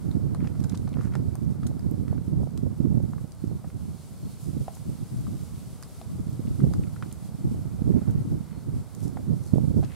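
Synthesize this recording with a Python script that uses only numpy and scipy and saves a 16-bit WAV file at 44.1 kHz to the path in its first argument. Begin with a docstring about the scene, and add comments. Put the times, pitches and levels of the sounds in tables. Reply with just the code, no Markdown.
"""Wind buffets a camera's two microphone ports in gusts and thumping eddies, over a bed of far forest
murmur and dry leaves hissing in the breeze. Through it a woodpecker works along a dead branch: bark
splinters snap, crumbs tick, the beak knocks the damp wood into a short ring and claws scrape, all
lightly scattered by the bare trunks. A faint, thin whine comes and goes."""
import sys
import numpy as np
from scipy import signal
from scipy.fft import rfft, irfft, next_fast_len
from scipy.io import wavfile
from scipy.ndimage import map_coordinates

SR = 44100
rng = np.random.default_rng(int(sys.argv[2]) if len(sys.argv) > 2 else 0)


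def output_pcm(signal):
    """Save a mono or channel-first signal as 16-bit PCM at the path in sys.argv[1].

    Samples are clipped to [-1, 1] before scaling.
    """
    pcm = np.clip(np.atleast_2d(signal).T, -1, 1) * 32767
    wavfile.write(sys.argv[1], SR, np.round(pcm).astype(np.int16))


N = 438794

# draught on the ports: t/s, level/dB, left minus right/dB
DRAUGHT = [(0, -34.5, -4), (.08, -23.5, -10.5), (1.05, -24.5, -7), (1.3, -26.5, -10), (2.45, -27, -6.5),
           (2.52, -30.5, -8.5), (3.2, -27.5, -7), (3.3, -39, -3), (3.45, -36, -4), (4.08, -39, -3),
           (5.45, -33, -6.5), (5.99, -40.5, 1.5), (6.15, -26, -4.5), (6.25, -31.5, -3), (6.5, -26, -3),
           (6.9, -30, -4), (7.38, -34.5, -4), (7.8, -25.5, -9.5), (8.37, -24.5, -1), (8.46, -36, -13),
           (8.8, -26.5, -4), (8.89, -44, -12), (8.96, -32, -10), (9.95, -29.5, -8)]
# gusts riding on the draught: t/s, length/s, level/dB, left minus right/dB
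PORT_GUSTS = [(1.201, 0.054, -23, -11), (1.622, .11, -22, -11.5), (1.839, 0.15, -22, -8.5),
              (2.308, 0.146, -23, -5.5), (2.628, 0.068, -21, -25), (2.785, 0.26, -23.5, -23),
              (3.425, 0.25, -29, -8), (3.729, 0.23, -30, -7.5), (4.224, 0.096, -28.5, 0.5),
              (4.449, 0.048, -26, -11), (4.528, 0.092, -27, -5), (4.865, 0.036, -25, -5),
              (5, 0.042, -27, 0), (5.116, 0.24, -25.5, 0.5), (6.589, 0.24, -20, -4), (7.44, 0.15, -23, -5),
              (7.847, 0.16, -17.5, -12), (8.07, 0.11, -21.5, -24), (8.54, 0.24, -39, -6.5),
              (9.02, 0.2, -24.5, -13), (9.242, 0.16, -24.5, -7), (9.529, 0.19, -19, -11),
              (9.739, 0.11, -18, -3.5)]
# tone of the buffeting: f/Hz, level/dB
BUFFET_SPECTRUM = [(15, -54), (30, -22), (50, -6.5), (75, 3), (140, 4.5), (230, -5.5), (330, -18.5),
                   (500, -34), (800, -47.5), (1500, -73), (3000, -90)]
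# hard eddies hitting a port: t/s, peak/dB, f/Hz, port (L or R)
EDDY_HITS = [(0.17, -12.5, 174, "R"), (.428, -9.5, 207, "R"), (0.615, -11, 175, "R"),
             (.733, -7.5, 154, "R"), (.986, -9.5, 170, "R"), (1.055, -10, 158, "R"),
             (1.715, -25.5, 500, "R"), (1.916, -14, 153, "R"), (2.129, -18.5, 476, "R"),
             (2.281, -10.5, 174, "R"), (2.433, -21.5, 520, "R"), (2.473, -21, 436, "R"),
             (2.635, -13, 226, "R"), (2.668, -19.5, 432, "R"), (2.805, -5, 195, "R"), (2.857, -6, 184, "R"),
             (2.872, -10.5, 220, "R"), (2.928, -12, 161, "R"), (3.003, -21, 424, "R"),
             (3.244, -16, 150, "R"), (3.442, -9.5, 210, "R"), (3.515, -23, 400, "R"),
             (4.569, -12.5, 201, "R"), (4.894, -19, 196, "R"), (5.281, -19, 152, "L"),
             (6.271, -15.5, 143, "R"), (6.396, -11.5, 200, "R"), (6.595, -14, 197, "R"),
             (6.624, -8, 162, "R"), (6.64, -1, 138, "R"), (6.712, -23, 450, "R"), (6.785, -12, 139, "L"),
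             (7.351, -21, 152, "R"), (7.656, -16.5, 194, "R"), (7.821, -8.5, 177, "R"),
             (7.892, -18, 368, "R"), (7.919, -10, 218, "R"), (8.278, -14, 155, "L"), (9.056, -13, 149, "R"),
             (9.318, -11, 133, "R"), (9.538, 0.5, 171, "R"), (9.559, -9.5, 310, "R"),
             (9.583, -12.5, 460, "R"), (9.706, -8, 140, "R"), (9.765, -8, 163, "R")]
# ride of the forest bed: t/s, level/dB
MURMUR_LEVEL = [(0, -53), (2, -54), (3.7, -55.5), (5.3, -54), (8, -53), (8.7, -53.5), (9.95, -53)]
# tone of the forest bed: f/Hz, level/dB
FOREST_SPECTRUM = [(30, 7), (120, 1.5), (300, 3.5), (700, -1.5), (1000, -5.5), (1400, -8.5), (1750, -17.5),
                   (2100, -15.5), (2800, -26.5), (5000, -22.5), (15000, -88)]
# ride of the breeze in the leaves: t/s, level/dB
BREEZE_LEVEL = [(0.0, -61), (0.25, -65), (0.69, -64), (2.19, -65.5), (3.4, -64.5), (3.95, -61),
                (4.3, -58.7), (5.8, -59), (8.53, -62.7), (9.95, -60.5)]
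# tone of the dry leaves: f/Hz, level/dB
LEAF_SPECTRUM = [(800, -25), (2000, -1.5), (3000, 1.5), (4700, 4), (6200, 2.5), (8500, 5), (11000, 2.5),
                 (13500, -2.5), (16000, -8.5)]
# stereo width of both beds: f/Hz, side minus mid/dB
BED_WIDTH = [(100, -19), (400, -18), (800, -10), (1500, -8.5), (3000, -6.5), (5000, -5), (6500, -3),
             (8500, 3.5), (11000, -0.5), (15000, -1)]
# bark splinters breaking: t/s, peak/dB, f/Hz, crumble t60/s, ring trim/dB, wood trim/dB
SPLINTERS = [(0.113, -40, 3930, .012, 10, -14), (.347, -38.5, 4130, 0.0084, 2, -20),
             (.603, -41, 5350, 0.01, -5, -4), (.63, -41, 5000, .008, -6, -11),
             (.639, -33, 3910, 0.01, 2, -16), (.644, -36, 7200, 0.008, -10, -6.5),
             (.667, -54, 4500, 0.0089, -3, -6), (.695, -35.5, 3930, 0.017, 1, -17),
             (0.721, -46, 4500, 0.011, -3, 3), (0.748, -43, 3850, .02, 2, -6),
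             (0.755, -45, 4400, 0.012, 0, -2), (0.774, -35, 3930, .013, 4, -20),
             (0.891, -43, 4000, .012, 1, -15), (1.153, -34.5, 5460, 0.0054, -7, -18),
             (1.354, -31.5, 8900, 0.0049, 5, -16), (1.6661, -32, 4100, 0.017, 2, -14.5),
             (1.671, -33.5, 9500, .013, 4, -17), (1.794, -40.5, 5030, 0.0078, 4, -5.5),
             (1.911, -39, 12000, 0.005, 10, -28), (2.576, -31, 4300, 0.0031, -10, -10),
             (3.32, -42, 4600, .008, 1, -22), (5.826, -34, 7000, 0.005, -6, -12),
             (5.833, -36, 5070, .011, 7, -8), (6.737, -30, 5000, 0.0023, -3, -11),
             (7.126, -31, 9000, 0.006, 5, -20), (8.949, -34.5, 7150, 0.007, 2, -15)]
# reverb of the trunks: f/Hz, t60/s
TRUNK_DECAY = [(300, 0.22), (2000, 0.14), (12000, 0.14)]
# spells of busy foraging: start/s, end/s, typical peak/dB, typical f/Hz
FORAGING_SPELLS = [(0.332, 1.148, -48, 1150), (1.402, 3.698, -52.5, 8400)]
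# claw or beak tip flicking bark, and twigs touching: t/s, peak/dB, f/Hz
BARK_FLICKS = [(.404, -43.5, 1500), (.930, -47, 3200), (.940, -40.5, 2500), (1.04, -47, 1240),
               (2.178, -47, 1230), (2.576, -46, 3300), (2.936, -48, 9800), (3.028, -46, 9000),
               (3.701, -47, 1700), (6.33, -43, 8300), (6.472, -48, 2700), (6.835, -45, 2100),
               (6.87, -47.5, 1320), (7.115, -45, 3100), (8.11, -41, 9000)]
# beak on wood: t/s, peak/dB, f/Hz, crack re ring/dB, attack/s, decay factor
BEAK_HITS = [(0.348, -30.5, 860, -28, 0.00029, 0.66), (.445, -42, 880, -5, .001, 0.7),
             (.473, -41, 1120, 0, 0.00064, 0.66), (.744, -39.5, 970, -10, 0.0015, 1.3),
             (.877, -40, 715, -7, 0.0011, 1.1), (.970, -33.5, 820, -24, .0008, 0.61),
             (1.011, -38.5, 1200, -10, 0.00063, 0.55), (1.137, -48, 1200, 3, .002, 0.68),
             (1.1535, -26, 950, -12, 0.00031, 0.44), (1.354, -40, 800, -20, .0006, 1),
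             (1.631, -43.5, 1290, -5, 0.0022, 1.4), (2.08, -44.5, 1350, -2, .001, 0.86),
             (3.134, -36, 1010, -34, 0.0031, 0.53), (3.181, -44, 1150, -20, .002, .7),
             (3.644, -37.5, 726, -29, 0.00072, 0.84), (4.681, -25.5, 725, -20, 0.017, .85),
             (4.769, -43, 890, -17, 0.0014, 0.92), (5.268, -41, 1130, -26, 0.0078, 0.83),
             (5.827, -43.5, 1150, -4, .001, 1), (6.014, -35, 720, -5.5, 0.00061, 0.73),
             (6.603, -38.5, 1300, -11, 0.0018, 0.63), (6.737, -31.5, 1150, -30, 0.0003, 0.42),
             (6.962, -42, 1360, -28, 0.0012, 0.79), (7.025, -28, 1290, -14, 0.0003, 0.62),
             (9.17, -33, 775, -27, 0.0011, 1.15), (9.828, -33, 704, -25, 0.0073, 1)]
# modes of the branch: ratio to the knock's pitch, level/dB, t60/s before the decay factor
BRANCH_MODES = [(.68, -20, 0.0042), (1, 6, 0.0095), (1.3, -4.5, 0.007), (1.9, -18, 0.0024)]
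# claws scraping bark: t/s, length/s, level/dB, f/Hz
CLAW_SCRAPES = [(0.366, 0.18, -60, 1390), (0.56, 0.06, -64, 4000), (.66, 0.11, -64, 1400),
                (0.738, 0.024, -52, 4500), (0.93, 0.21, -57, 1020), (1.12, 0.059, -53.5, 1200),
                (2.044, 0.15, -59, 1070), (7.751, 0.56, -61.5, 1150), (8.42, .2, -62.5, 1350),
                (9.818, 0.056, -49.5, 850), (9.815, 0.32, -54.5, 1770), (9.82, 0.049, -55.5, 4000)]
# swells of the whine: t/s, length/s, level/dB
WHINE_SWELLS = [(.68, 0.5, -74), (2.0, 0.29, -72.5), (3.3, 0.35, -70), (3.92, .15, -68), (4.05, 0.44, -71),
                (8.46, .2, -68.5), (9.423, 0.13, -66)]
# soft rustles of leaves and feathers: t/s, length/s, level/dB, f/Hz
SOFT_RUSTLES = [(0.94, 0.18, -61.5, 6500), (4.36, 0.18, -54.5, 9500), (4.7, 0.11, -54, 9400),
                (8.95, 0.2, -54, 8000), (9.39, 0.16, -55, 7700)]


def amp(db):
    """Decibels to gain."""
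    return 10 ** (np.asarray(db) / 20)


def unit(x):
    """Scale to rms 1."""
    return x / np.sqrt(np.mean(x ** 2) + 1e-20)


def peaked(x):
    """Scale to peak 1."""
    return x / (np.abs(x).max() + 1e-20)


def along(points, hz):
    """Read (f/Hz, value) points on a log axis."""
    f, v = np.transpose(points)
    return np.interp(np.log(hz + 1), np.log(f + 1), v)


def curves(rows):
    """One automation lane for each column after the time."""
    s, *cols = np.transpose(rows)
    return [np.interp(np.arange(N) / SR, s, c) for c in cols]


def wobble(rate, size=N):
    """Smooth random modulation, rate knots a second."""
    knots = rng.standard_normal(int(size * rate / SR) + 4)
    return map_coordinates(knots, [np.arange(size) * rate / SR], order=2)


def filtered(x, response):
    """Zero-phase EQ; response gives the gain at each frequency."""
    size = next_fast_len(N + SR // 4)
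    return irfft(rfft(x, size) * response(np.fft.rfftfreq(size, 1 / SR)), size)[..., :N]


def band(x, hz, spread):
    """Band-pass from hz / spread to hz * spread, with both edges capped."""
    edges = [min(hz / spread, 12000), min(hz * spread, 15500)]
    return signal.sosfilt(signal.butter(2, edges, 'band', fs=SR, output='sos'), x)


def lowpass(x, hz):
    """Gentle treble roll-off."""
    return signal.sosfilt(signal.butter(2, hz, fs=SR, output='sos'), x)


def add(track, s, sound):
    """Mix a sound into the track at time s."""
    start = max(round(s * SR), 0)
    part = sound[..., :max(N - start, 0)]
    track[..., start:start + part.shape[-1]] += part


def diffuse(spectrum):
    """Stereo noise from all around, mid at rms 1."""
    mid, side = filtered(rng.standard_normal((2, N)), lambda hz: amp(along(spectrum, hz)))
    side = filtered(side, lambda hz: amp(along(BED_WIDTH, hz))) / np.std(mid)
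    return np.array([unit(mid) + side, unit(mid) - side])


def flow_power(attack_s=0.023, release_s=0.022, sag_db=4):
    """Wind power at each port: the draught plus gusts that hit fast, sag and drop away."""
    t = np.arange(N) / SR
    pan = lambda lean_db: 1 / (1 + amp(np.outer([-2, 2], lean_db)))
    level_db, lean_db = curves(DRAUGHT)
    power = amp(level_db) ** 2 * pan(lean_db)
    for s, length, db, lean_db in PORT_GUSTS:
        rise = np.clip((t - s) / attack_s + .5, 0, 1)
        progress = np.clip((t - s) / length, 0, 1)
        release = np.exp(-np.clip((t - s - length) / release_s, 0, 20))
        power += (amp(db - sag_db * progress) * rise * release) ** 2 * pan(lean_db)
    return power


def buffet(level_db, lump_db=5.0, brighten=0.61):
    """Turbulence at one port: a flutter of short lumps, brighter when the flow is faster."""
    flow = unit(filtered(rng.standard_normal(N), lambda hz: amp(along(BUFFET_SPECTRUM, hz))))
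    lumps = unit(amp(lump_db * np.tanh(wobble(rate=90))))
    highs = filtered(flow, lambda hz: 1 - 1 / (1 + (hz / 330) ** 4))
    speed = amp(level_db + 45.0) * lumps
    shelf_gain = speed ** brighten * amp(2.24 * wobble(rate=110))
    return amp(level_db) * lumps * (flow + highs * (shelf_gain - 1))


def wind(surge_db=1.32, crossfeed=0.25):
    """Unsteady flow on each port; the stereo circuit feeds each, inverted, to the other side."""
    levels_db = 10 * np.log10(flow_power()) + surge_db * wobble(rate=16)
    ports = np.array([buffet(level_db) for level_db in levels_db]) + eddies()
    return ports - crossfeed * ports[::-1]


def forest():
    """The far murmur of the forest: a dark bed, a touch to the left."""
    level_db, = curves(MURMUR_LEVEL)
    return amp(level_db + 0.098 * wobble(rate=7.7)) * diffuse(FOREST_SPECTRUM) * amp([[.5], [-.5]])


def leaves():
    """Dry leaves hiss with the breeze; the right port hears more of the very top."""
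    level_db, = curves(BREEZE_LEVEL)
    hiss = amp(level_db + 0.95 * wobble(rate=19)) * diffuse(LEAF_SPECTRUM)
    return filtered(hiss, lambda hz: amp(np.outer([-1, 1], along([(6000, -0.32), (15000, 1.8)], hz))))


def self_noise(level_db=-71):
    """The microphone's own steady, fine hiss."""
    return amp(level_db) * unit(np.diff(rng.standard_normal((2, N + 1))))


def snaps():
    """A splinter parts with a crunch of fibres, which may set it ringing and tugs at the wood beneath."""
    out, t = np.zeros((2, N)), np.arange(SR // 16) / SR
    low_cut = signal.butter(4, 3200, 'high', fs=SR, output='sos')  # slivers radiate nothing low
    for s, db, hz, crumble_s, ring_db, wood_db in SPLINTERS:
        rise = 1 - np.exp(-t / (0.064 * crumble_s))
        decay = amp(-60 * t / crumble_s) + amp(-22 - 60 * t / 0.03)
        fibres = rng.standard_normal((2, len(t))) * rise * decay
        crunch = peaked(band(fibres, hz=np.sqrt(hz * 7800), spread=1.66))
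        ring = peaked(band(fibres, hz=hz, spread=1.08))
        mid, side = signal.sosfilt(low_cut, crunch + amp(ring_db - 12) * ring)
        splinter = peaked(np.array([mid + 0.5 * side, mid - 1.36 * side]))
        wood = peaked(band(fibres[0], hz=950, spread=1.84))
        add(out, s, amp(db) * (splinter + amp(wood_db) * wood))
    return out


def trunk_reverb(x):
    """A thin scatter from the trunks around, different on each side."""
    hz, t, noise = signal.stft(rng.standard_normal((2, SR // 4)), SR, nperseg=256)
    tail = signal.istft(noise * amp(-60 * t / along(TRUNK_DECAY, hz)[:, None]), SR)[1]
    return signal.fftconvolve(x, tail / np.linalg.norm(tail[0]), axes=1)[:, :N]


def eddies(spill=0.19, wake_db=-21, wake_t60_s=0.032):
    """A hard eddy thumps one port, spills into the other and trails a ragged flutter."""
    out, t = np.zeros((2, N)), np.arange(-SR // 50, SR // 50) / SR
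    for s, db, hz, port in EDDY_HITS:
        left = spill if port == "R" else 1 - spill
        spread = (np.pi * hz * t) ** 2
        thump = (1 - 2 * spread) * np.exp(-spread)  # suction, push, suction
        decay = (t > 0) * amp(-60 * np.abs(t) / wake_t60_s)
        wake = peaked(band(rng.standard_normal(len(t)) * decay, hz=400, spread=1.26))
        add(out, s + t[0], np.outer([left, 1 - left], amp(db) * (thump + amp(wake_db) * wake)))
    return out


def ticks(per_s=20, t60_cycles=28, scatter_db=2.5, scatter_octaves=0.3):
    """Bark crumbs are flicked away: a few clear ticks, and many faint ones while the bird is busy."""
    out, t = np.zeros((2, N)), np.arange(SR // 25) / SR
    cues = list(BARK_FLICKS)
    for start, end, db, hz in FORAGING_SPELLS:
        count = int((end - start) * per_s)
        for s, (size, pitch) in zip(rng.uniform(start, end, count), rng.standard_normal((count, 2))):
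            cues.append((s, db + scatter_db * size, hz * 2 ** (scatter_octaves * pitch)))
    for s, db, hz in cues:
        burst = rng.standard_normal(len(t)) * amp(-60 * t * hz / t60_cycles)
        add(out, s, amp(db) * peaked(band(burst, hz=hz, spread=1.37)))
    return out


def knocks():
    """The beak cracks the surface; the damp wood swells, rings a few cycles and leaves a dull rattle."""
    out, t = np.zeros((2, N)), np.arange(SR // 12) / SR
    for s, db, hz, crack_db, attack_s, sustain in BEAK_HITS:
        rise = 1 - np.exp(-t / attack_s)
        hardness = 1 / (1 + (attack_s / 0.009) ** 2)  # a slow, soft blow wakes little but the main mode
        ring = np.zeros(len(t))
        for ratio, mode_db, t60 in BRANCH_MODES:
            decay = amp(mode_db + rng.standard_normal() - 60 * t / (t60 * sustain))
            drive = hardness ** min(3 * abs(ratio - 1), 1)
            ring += rise * decay * drive * np.sin(2 * np.pi * hz * ratio * t)
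        noise = rng.standard_normal((2, len(t))) * rise
        crack = peaked(band(noise[0] * amp(-60 * t / (0.013 * sustain)), hz=2660, spread=1.94))
        rattle = peaked(band(noise[1] * amp(-60 * t / 0.026), hz=hz * 1.1, spread=1.45))
        hit = peaked(ring) + amp(crack_db) * crack + hardness * sustain * amp(-5) * rattle
        add(out, s, amp(db) * hit)
    return out * amp([[.7], [-.7]])  # a touch to the left


def friction(cues, clump_db, grit_db):
    """Tiny catches bunch into clumps under a smooth stroke: claws on bark, or leaves and feathers."""
    out = np.zeros((2, N))
    for s, length, db, hz in cues:
        size = int(length * SR)
        clumps = amp(clump_db * wobble(rate=440, size=size))
        grit = rng.standard_normal((2, size)) * amp(grit_db * rng.standard_normal(size))
        mid, side = band(grit * clumps, hz=hz, spread=1.65)
        add(out, s, amp(db) * unit(np.array([mid + .5 * side, mid - .5 * side])) * np.hanning(size))
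    return out


def whine(hz=4271, waver_db=2.5):
    """A faint, unsteady tone that comes and goes."""
    swell = np.zeros(N)
    for s, length, db in WHINE_SWELLS:
        add(swell, s, amp(db) * np.hanning(int(length * SR)))
    cycles = hz * np.arange(N) / SR + wobble(rate=50) / 10
    return amp(waver_db * wobble(rate=22)) * swell * np.sin(2 * np.pi * cycles)


def scene():
    """The mix: wind up close, the beds behind, and the bird alone sent to the reverb."""
    outdoors = wind() + forest() + leaves() + whine()
    scrapes = friction(CLAW_SCRAPES, clump_db=4.5, grit_db=-0.5)
    rustles = friction(SOFT_RUSTLES, clump_db=5.0, grit_db=-1.0)
    bird = knocks() + snaps() + lowpass(scrapes + rustles, hz=12000) + ticks()
    bird = lowpass(bird, hz=14800)  # distance dulls the top
    return bird + amp(-9) * trunk_reverb(bird) + outdoors + self_noise()


def record(dry, low_cut_hz=27, top_hz=15830):
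    """The camera sheds the deepest bass, soft-clips at full scale and cuts all above its band limit."""
    lean = filtered(dry, lambda hz: 1 - 1 / (1 + (hz / low_cut_hz) ** 4))
    rounded = lean / (1 + lean ** 6) ** (1 / 6)
    return filtered(rounded, lambda hz: hz < top_hz)


dry = scene()
out = record(dry)
output_pcm(out)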